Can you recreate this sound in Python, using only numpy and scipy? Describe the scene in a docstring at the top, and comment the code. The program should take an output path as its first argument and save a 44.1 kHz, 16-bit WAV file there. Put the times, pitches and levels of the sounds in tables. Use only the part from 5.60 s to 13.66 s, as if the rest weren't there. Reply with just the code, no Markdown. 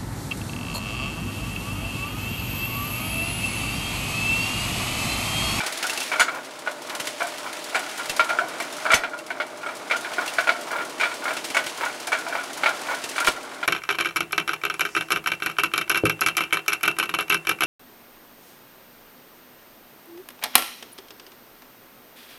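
"""Inside a bowling pinsetter

The microphone sits in the running machine, over motor hum and conveyor rumble. About twice a second a
pin drops off the belt and clatters; between drops, pins bump down their chutes. Loose pins collide,
chains and linkages rattle, and three times a steel part slams and rings. The housing scatters the
blows, and fainter knocks come from deeper inside."""
import sys
import numpy as np
from scipy import signal
from scipy.fft import rfft, irfft, next_fast_len
from scipy.io import wavfile
from scipy.ndimage import uniform_filter1d, map_coordinates

SR = 44100
rng = np.random.default_rng(int(sys.argv[2]) if len(sys.argv) > 2 else 0)


def generate_wav(sig):
    """Save sig (samples, or channels by samples) to the path in sys.argv[1] as 16-bit PCM at SR."""
    pcm = np.round(np.clip(np.atleast_2d(sig).T, -1, 1) * 32767).astype(np.int16)
    wavfile.write(sys.argv[1], SR, pcm)


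N = 355446

# steady hum: (time [s], relative level [dB])
HUM_LEVEL = [(0, -54), (.9, -51), (2.3, -48.5), (3.2, -48.5), (5.1, -49.5), (5.8, -53), (8.06, -54)]
# three motor tones, then a pin resonance near 629 Hz: (frequency [Hz], relative level [dB])
HUM_TONES = [(297, -24), (327, -6.5), (594, 4), (629, 2)]
# load on the belt: (time [s], relative level of rolling pins [dB], relative level of rumble [dB])
BELT_LOAD = [(0.0, -34.5, -48), (0.65, -37.5, -43.5), (0.83, -44, -47), (2.58, -35.5, -45),
             (2.78, -37, -42), (3.46, -37, -45), (3.57, -41, -48), (4.4, -41.5, -43.5), (4.51, -34, -45),
             (5.68, -44, -43.5), (6.53, -39.5, -46.5), (6.64, -36, -44), (6.96, -38, -44),
             (8.06, -39, -46.5)]
# the chain, which slackens after each slam: (time [s], relative level [dB])
CHAIN_EFFORT = [(0.0, -36.5), (0.47, -35.5), (0.72, -46), (1.32, -44), (1.48, -39.5), (1.82, -41),
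                (2.36, -38), (2.83, -42), (3.25, -40), (3.46, -51.5), (3.93, -48.5), (4.71, -38.5),
                (5.16, -43.5), (6.02, -39), (6.46, -41.5), (7.59, -39.5), (7.81, -45.5), (8.06, -47.5)]
# reverberation of the housing: (frequency [Hz], t60 [s])
HOUSING_DECAY = [(100, 0.067), (600, 0.57), (1450, 0.55), (2400, 0.2), (4000, 0.48), (12000, 0.18)]

# noise colours of the running parts and of blows: (frequency [Hz], relative density [dB])
FRAME_RUMBLE = [(15, -68), (25, -38), (37, -82), (117, -19.5), (221, -15), (262, -5.5), (364, -6),
                (433, -9), (468, -6), (556, -11), (589, -3.5), (743, -10), (936, -8), (1230, -11.5),
                (2500, -48), (3250, -46), (5500, -120)]
FRAME_THUD = [(15, 0.5), (60, -9), (120, -8.5), (200, -9.5), (500, -9), (1200, -31), (4000, -80)]
CHAIN_HISS = [(800, -34), (1600, 3.5), (2800, 4), (4000, 1.5), (6000, -1.5), (8000, -4.5), (10000, -5.5),
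              (12500, -13), (16000, -20.5)]
LINK_CLICK = [(1500, -16), (3000, -1), (5000, 0), (7000, -1.5), (10000, -2), (12500, -9), (14500, -14.5),
              (16000, -20)]
SHEET_CLANK = [(30, -36), (100, -18), (350, -3), (900, -2), (1700, 0), (2800, 0), (4000, -5), (7000, -14),
               (11000, -20), (16000, -34)]
PIN_ROLL = [(300, -53), (520, -12), (660, 3.5), (900, 1.5), (1150, -0.5), (1430, 5.5), (1750, -4.5),
            (2300, -0.5), (3200, -44)]
PIN_SCRAPE = [(250, -20), (500, 3.5), (660, 2.5), (850, 6), (1050, 9), (1450, -5.5), (1800, -3.5),
              (2300, -7), (3500, -22.5)]
PIN_CRACK = [(150, -28), (500, 1), (1500, 9.5), (3200, 6.5), (4500, -0.5), (6500, -11), (10000, -15),
             (16000, -27)]

# modes of a link, a guide rod, the steel part and a pin: (frequency [Hz], relative level [dB], t60 [s])
LINK_MODES = [(2710, 3, 0.07), (3540, -15, 0.048), (4380, -4, .03), (5160, -14, .06), (7800, -20, .05)]
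ROD_MODES = [(7640, -11, 0.11), (8400, 6, .2), (8560, -5, 0.15), (10700, 1, .18), (12950, -12, .18)]
STEEL_MODES = [(2896, -1, .07), (3070, -5, .08), (3450, -3, .11), (4086, -5, .09), (4320, -7, .1),
               (4716, -5, .12), (5416, -5, .13), (6150, -2, .12), (6930, -1, .12), (7755, -7, .17),
               (8640, -9, .13), (9512, -3, .12), (10440, 3, .17), (11410, 8, .14), (12410, 8, .14)]
PIN_BODY_MODES = [(655, -8, 0.05), (712, -9, 0.033), (936, -7, 0.024)]
PIN_CLACK_MODES = [(1135, -15, 0.027), (1350, -6, 0.03), (1443, -2, 0.071), (1613, -5.5, 0.017)]
PIN_UPPER_MODES = [(1907, -6.5, 0.026), (2170, 2, 0.022), (2310, 3, 0.045), (2500, -12, 0.023)]

# the loudest chain and linkage clicks: (time [s], relative level [dB], clank offset [dB])
LOUD_CLICKS = [(0.0623, -18.5, -3.5), (0.1232, -21.5, -5), (0.2263, -20.5, 0.5), (0.2668, -17.5, -16),
               (0.295, -21.5, -3.5), (.3322, -21, -9), (.374, -19.5, -7), (0.4024, -18.5, -9),
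               (1.295, -28.5, 3), (1.3492, -23, -3), (1.3982, -20.5, -1), (1.4703, -19.5, -2),
               (2.4947, -18.5, -3.5), (2.5636, -20.5, -7), (2.9996, -24, -5), (3.5874, -30, -11),
               (3.6632, -32, -6), (4.5329, -30.5, 4.5), (4.6764, -23, -2), (5.7666, -26.5, 3.5),
               (5.8422, -23.5, -2), (5.901, -26.5, 1), (6.0642, -25, 3), (6.2497, -25, -8),
               (6.4698, -21, -17), (6.9305, -27, -10), (7.4384, -20.5, -5.5), (7.4889, -25, -6),
               (7.6006, -19, -9), (7.645, -21, 2)]
# loose links chinking: (time [s], relative level [dB])
LINK_CHINKS = [(.297, -25.5), (.376, -27.5), (.418, -29), (2.496, -24), (3.589, -37), (4.679, -27),
               (5.77, -30.5), (7.442, -33), (7.492, -37)]
# the steel part slams and bounces, or a pin clips it: (time [s], relative level [dB], ring offset [dB])
STEEL_SLAMS = [(0.5964, -16.5, -6), (0.6025, -20, -1), (0.6208, -22.5, -7), (3.3168, -23, -2),
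               (3.3346, -27, -11), (3.3407, -13.5, -5.5), (4.365, -28.5, -6), (5.6898, -33, -9),
               (7.6664, -15, -14), (7.6807, -16, -9.5)]
# pins grazing thin guide rods: (time [s], relative level [dB])
ROD_TINGS = [(4.064, -41), (5.166, -41), (5.412, -40), (5.446, -39), (5.518, -39), (5.69, -40),
             (5.972, -39)]
# jolts of the frame: (time [s], relative level [dB])
FRAME_JOLTS = [(0.297, -57), (0.603, -40), (1.402, -50), (2.497, -41), (2.596, -44), (3.341, -29.5),
               (7.682, -29)]
# pins going down a chute, levels relative: (middle [s], bump [dB], scrape [dB], half length [s])
CHUTE_SLIDES = [(0.756, -25, -35, 0.042), (1.336, -30, -38, .06), (1.862, -23.5, -37, 0.035),
                (2.422, -34, -40, 0.033), (4.0622, -18, -50, 0.047), (4.62, -20, -32.5, 0.021),
                (5.1584, -17, -35.5, 0.098), (5.6795, -13, -34, 0.059), (6.234, -13.5, -32.5, 0.051),
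                (6.7523, -14.5, -35, 0.051), (7.3117, -16, -30.5, 0.056)]
# loose pins colliding: (time [s], relative level [dB], body offset [dB], hardness [dB])
PIN_COLLISIONS = [(.0034, -18.5, -13, 3), (.2423, -17.5, -16, -15), (0.596, -10.5, -9, 4.5),
                  (.6094, -6, -26, 2), (0.6821, -17, -18, 0), (2.395, -22.5, -21, -1),
                  (2.595, -4.5, -12.5, -0.5), (2.7875, -5, -22, -11), (2.8114, -21, -2, -9),
                  (3.0009, -20.5, -9.5, 3.5), (3.3037, -8.5, -26, 1), (3.3174, -9.5, -9, 2.5),
                  (3.3335, -6.5, -10.5, 5.5), (3.4358, -15, -17, 1), (3.5337, -22, -14, -8),
                  (3.704, -18, -9, 0), (4.4472, -21.5, -16, 2), (4.583, -12, -10, -5),
                  (4.784, -5.5, -14, -2.5), (5.2014, -23, -22, -5), (5.5149, -24, -9, 4),
                  (6.474, -22, -7, 0), (6.6656, -18, -11, -5), (7.673, -6.5, -11, 3),
                  (8.0293, -15.5, -12.5, 0)]
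# a pin lands on one end, then the other, once a cycle; levels relative: (time [s], first contact [dB],
# gap [s], second contact [dB], rebound [dB], body offset [dB], hardness [dB], steel [dB])
PIN_DROPS = [(0.5168, -16, 0.02, -19, -18.5, -10.5, 4.5, -50), (1.0624, -24, 0.012, -13, -42, -13, -5, -55),
             (1.6048, -19, 0.013, -16, -30, -6, 0.5, -55), (2.147, -15, 0.0071, -13, -25, -10, 3, -33),
             (2.6923, -16, 0.0085, -15, -22, -11, 0.5, -50),
             (3.2533, -13.5, .009, -11.5, -15, -11.5, -7, -52),
             (3.8005, -13.5, 0.013, -22, -40, -13, -1, -57),
             (4.2993, -21.5, .011, -10.5, -14.5, -15, 3, -42), (4.8729, -13, 0.018, -7, -31, -12, 3, -46),
             (5.3992, -20, .0113, -16.5, -10.5, -15.5, 8, -34),
             (5.9464, -17.5, 0.021, -13, -22, -8, 6.5, -28),
             (6.5194, -13, 0.0099, -8.5, -18, -19, -0.5, -33),
             (7.0348, -10, .0246, -7.5, -14.5, -14, 3, -42),
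             (7.5591, -21, 0.022, -11.5, -14, -14, 0.5, -35)]


def amp(db):
    """Decibels to amplitude."""
    return 10 ** (np.asarray(db) / 20)


def unit(x):
    """Scale to rms 1."""
    return x / np.sqrt(np.mean(x ** 2) + 1e-20)


def crest(x):
    """Scale a blow so that its loudest 4 ms have rms 1."""
    return x / np.sqrt(uniform_filter1d(x ** 2, 176).max() + 1e-20)


def along(points, hz):
    """Interpolate (frequency, value) points on a log axis."""
    knots_hz, values = np.transpose(points)
    return np.interp(np.log(hz + 1), np.log(knots_hz + 1), values)


def curves(rows):
    """One value per sample for each column after the time."""
    times, *columns = np.transpose(rows)
    return [np.interp(np.arange(N) / SR, times, column) for column in columns]


def wobble(rate):
    """A smooth random curve, rate knots a second."""
    knots = rng.standard_normal(int(N * rate / SR) + 4)
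    return map_coordinates(knots, [np.arange(N) * rate / SR])


def uneven(gap):
    """A gap that comes out a little long or short."""
    return gap * (1 + .05 * rng.standard_normal())


def noise(spectrum, size):
    """Coloured noise of rms 1."""
    padded = next_fast_len(size)
    colour = amp(along(spectrum, np.fft.rfftfreq(padded, 1 / SR)))
    return unit(irfft(rfft(rng.standard_normal(padded)) * colour, padded)[:size])


def blow_time():
    """The time axis of one blow, 0.3 s long."""
    return np.arange(13230) / SR


def add(track, at, sound):
    """Mix a sound into the track at a time in seconds."""
    start = int(np.clip(round(at * SR), 0, N - 1))
    track[start:start + len(sound)] += sound[:N - start]


def high_pass(x, cut_hz):
    """Small parts radiate no deep bass."""
    return signal.sosfilt(signal.butter(3, cut_hz, "highpass", fs=SR, output="sos"), x)


def ring(modes, scatter_db, pitch=1, detune=0):
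    """Damped modes, each struck with a new strength and, with detune, a little out of tune."""
    t = blow_time()
    hz, db, t60 = np.transpose(modes)[:, :, None]
    hz = hz * (pitch + detune * rng.standard_normal(hz.shape))
    gain = amp(db + scatter_db * rng.standard_normal(hz.shape)) * rng.choice([-1, 1], hz.shape)
    return np.sum(gain * amp(-60 * t / t60) * np.sin(2 * np.pi * hz * t), axis=0)


def burst(spectrum, attack, t60, tail_db, tail_t60):
    """A contact too dense in modes to have a pitch: a fast decay plus a slower one."""
    t = blow_time()
    decay = amp(-60 * t / t60) + amp(tail_db - 60 * t / tail_t60)
    return crest(noise(spectrum, len(t)) * (1 - np.exp(-t / attack)) * decay)


def chatter(rate, spread_db, t60):
    """Envelope of many small, unevenly spaced contacts, rms 1."""
    count = int(rate * N / SR)
    delay, strength = rng.random((count, 2)).T
    starts = ((np.arange(count) + delay) * N / count).astype(int)
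    hits = np.bincount(starts, amp(spread_db * (2 * strength - 1)) ** 2, N)
    power = signal.fftconvolve(hits, amp(-60 * blow_time() / t60) ** 2)[:N]
    return unit(np.sqrt(np.abs(power)))


def housing(blow, near_db, near_t60, far_db):
    """A blow at the microphone, scaled by crest: direct, off nearby steel, and off the far enclosure."""
    t = blow_time()
    near = rng.standard_normal(len(t)) * amp(-60 * t / near_t60) * (t > .002)
    hz, times, bands = signal.stft(rng.standard_normal(len(t)), SR, nperseg=256)
    bands *= amp(-60 * times / along(HOUSING_DECAY, hz)[:, None])
    far = signal.istft(bands, SR, nperseg=256)[1][:len(t)] * (t > .008)
    echo = amp(near_db) * near / np.linalg.norm(near) + amp(far_db) * far / np.linalg.norm(far)
    return crest(blow + signal.fftconvolve(blow, echo)[:len(t)])


def hum():
    """Motor tones at 297, 327 and 594 Hz and a pin resonance near 629 Hz, all wavering slightly."""
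    level_db, = curves(HUM_LEVEL)
    clock = np.cumsum(1 + .004 * wobble(10)) / SR
    return sum(amp(level_db + db - 1 + 2.5 * wobble(7)) * np.sin(2 * np.pi * hz * clock)
               for hz, db in HUM_TONES)


def conveyor():
    """The frame rumbles, pins roll and jostle on the belt, and the chains run with a fine rattle."""
    roll_db, rumble_db = curves(BELT_LOAD)
    chain_db, = curves(CHAIN_EFFORT)
    rumble = amp(rumble_db + 4.5 + .32 * wobble(14)) * noise(FRAME_RUMBLE, N)
    roll = amp(roll_db - 2.5) * noise(PIN_ROLL, N) * chatter(rate=70, spread_db=8, t60=.14)
    hiss = amp(chain_db - 1.6) * noise(CHAIN_HISS, N)
    rattle = amp(chain_db - 1.5) * noise(CHAIN_HISS, N) * chatter(rate=55, spread_db=4, t60=.12)
    return rumble + roll + hiss + rattle


def link_click(db, clank_db):
    """A loose link clicks against its guide and clanks the sheet metal."""
    click = burst(LINK_CLICK, attack=.0015, t60=.022, tail_db=-3, tail_t60=.13)
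    clank = burst(SHEET_CLANK, attack=.0015, t60=.083, tail_db=-17, tail_t60=.23)
    return amp(db) * (amp(-8.5) * click + amp(clank_db - 5) * clank)


def linkages(ticks_per_s=8):
    """Loud clicks and chinks stand out from random lesser ticks that follow the chain's effort."""
    out = np.zeros(N)
    for at, db, clank_db in LOUD_CLICKS:
        add(out, at, link_click(db, clank_db))
    for at, db in LINK_CHINKS:
        add(out, at, amp(db) * crest(ring(LINK_MODES, scatter_db=2, detune=.012)))
    count = int(ticks_per_s * N / SR)
    for k in range(count):
        at = (k + rng.random()) / count * N / SR
        chain_db = np.interp(at, *np.transpose(CHAIN_EFFORT))
        add(out, at, link_click(chain_db + 14, clank_db=-13))
    return high_pass(out, cut_hz=54)


def steel_blow(db, ring_db):
    """Steel is struck and rings; a softer contact hardly reaches the modes above 10 kHz."""
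    top_db = -23.5 + .55 * (db + 20)
    modes = [(hz, level + top_db * (hz > 10000), t60) for hz, level, t60 in STEEL_MODES]
    ringing = housing(ring(modes, scatter_db=2), near_db=-9, near_t60=.019, far_db=-14)
    crash = burst(LINK_CLICK, attack=.001, t60=.074, tail_db=-18, tail_t60=.2)
    return amp(db) * (amp(-10) * crash + amp(ring_db) * ringing)


def slams():
    """The steel part slams, thin rods ting, and heavy blows jolt the frame."""
    steel, frame = np.zeros((2, N))
    for at, db, ring_db in STEEL_SLAMS:
        add(steel, at, steel_blow(db, ring_db))
    for at, db in ROD_TINGS:
        add(steel, at, amp(db - 7) * crest(ring(ROD_MODES, scatter_db=3, detune=.003)))
    for at, db in FRAME_JOLTS:
        thud = burst(FRAME_THUD, attack=.0025, t60=.041, tail_db=-29, tail_t60=.61)
        add(frame, at, amp(db + 3.5) * thud)
    return high_pass(steel, cut_hz=200) + frame


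def chute_scrapes():
    """Each pin scrapes down its chute in a short grainy swell."""
    t = np.arange(N) / SR
    swell = sum(amp(db) * np.exp(-((t - middle) / half) ** 2) for middle, _, db, half in CHUTE_SLIDES)
    return swell * noise(PIN_SCRAPE, N) * chatter(rate=90, spread_db=4, t60=.16)


def pin_knock(db, body_db, hard_db):
    """Each contact rings a slightly different pin; a harder one has more upper modes and crack."""
    pitch = 1 + .0089 * rng.standard_normal()
    wet_db = -.4 * (db + 10)  # fainter knocks lie further from the microphone: more reflection
    body = ring(PIN_BODY_MODES, scatter_db=5.5, pitch=pitch, detune=.047)
    body = housing(body, near_db=wet_db + 1.5, near_t60=.14, far_db=-9)
    clack = ring(PIN_CLACK_MODES, scatter_db=2, pitch=pitch, detune=.021)
    clack = housing(clack, near_db=wet_db - 2.5, near_t60=.065, far_db=-12)
    upper = ring(PIN_UPPER_MODES, scatter_db=3, pitch=pitch, detune=.012)
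    upper = housing(upper, near_db=wet_db - 3, near_t60=.084, far_db=-8)
    crack = burst(PIN_CRACK, attack=.0016, t60=.13, tail_db=3, tail_t60=.16)
    edge = amp(-11) * upper + amp(-15.5) * crack
    return amp(db) * (amp(-7) * clack + amp(body_db - 1.5) * body + amp(hard_db) * edge)


def pin_drops(flight_s=.023, loss_db=7):
    """Each pin lands twice on its steel guide, then rebounds twice, more weakly the second time."""
    out = np.zeros(N)
    for start, first_db, gap, second_db, rebound_db, body_db, hard_db, steel_db in PIN_DROPS:
        for at, db in (start, first_db), (start + gap, second_db):
            add(out, at, pin_knock(db, body_db, hard_db))
            add(out, at, steel_blow(steel_db, ring_db=-2))
        for k in range(2):
            at = start + gap + uneven(flight_s * (k + 1))
            add(out, at, pin_knock(rebound_db - loss_db * k, body_db, hard_db - 5.5))
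    return out


def pins(bump_gap_s=.027):
    """Pins drop, bump down the chutes in swelling and fading runs of five, and collide."""
    out = pin_drops()
    for middle, bump_db, _, half in CHUTE_SLIDES:
        for k in range(-2, 3):
            offset = uneven(bump_gap_s * k)
            db = bump_db - 13.5 * (offset / half) ** 2
            add(out, middle + offset, pin_knock(db, body_db=-13, hard_db=-2.5))
    for at, db, body_db, hard_db in PIN_COLLISIONS:
        add(out, at, pin_knock(db, body_db, hard_db))
    return high_pass(out, cut_hz=295)


def scene():
    """The whole machine at one microphone inside the housing."""
    return (pins() + chute_scrapes() + linkages() + slams() + conveyor() + hum())[None]


def record(dry):
    """The recorder rounds off the highest peaks and keeps nothing above its band limit."""
    ceiling, top_hz = .75, 15780
    rounded = dry / (1 + np.abs(dry / ceiling) ** 6) ** (1 / 6)
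    padded = next_fast_len(N + SR // 2)
    in_band = np.fft.rfftfreq(padded, 1 / SR) < top_hz
    return irfft(rfft(rounded, padded) * in_band, padded)[..., :N]


dry = scene()
out = record(dry)
generate_wav(out)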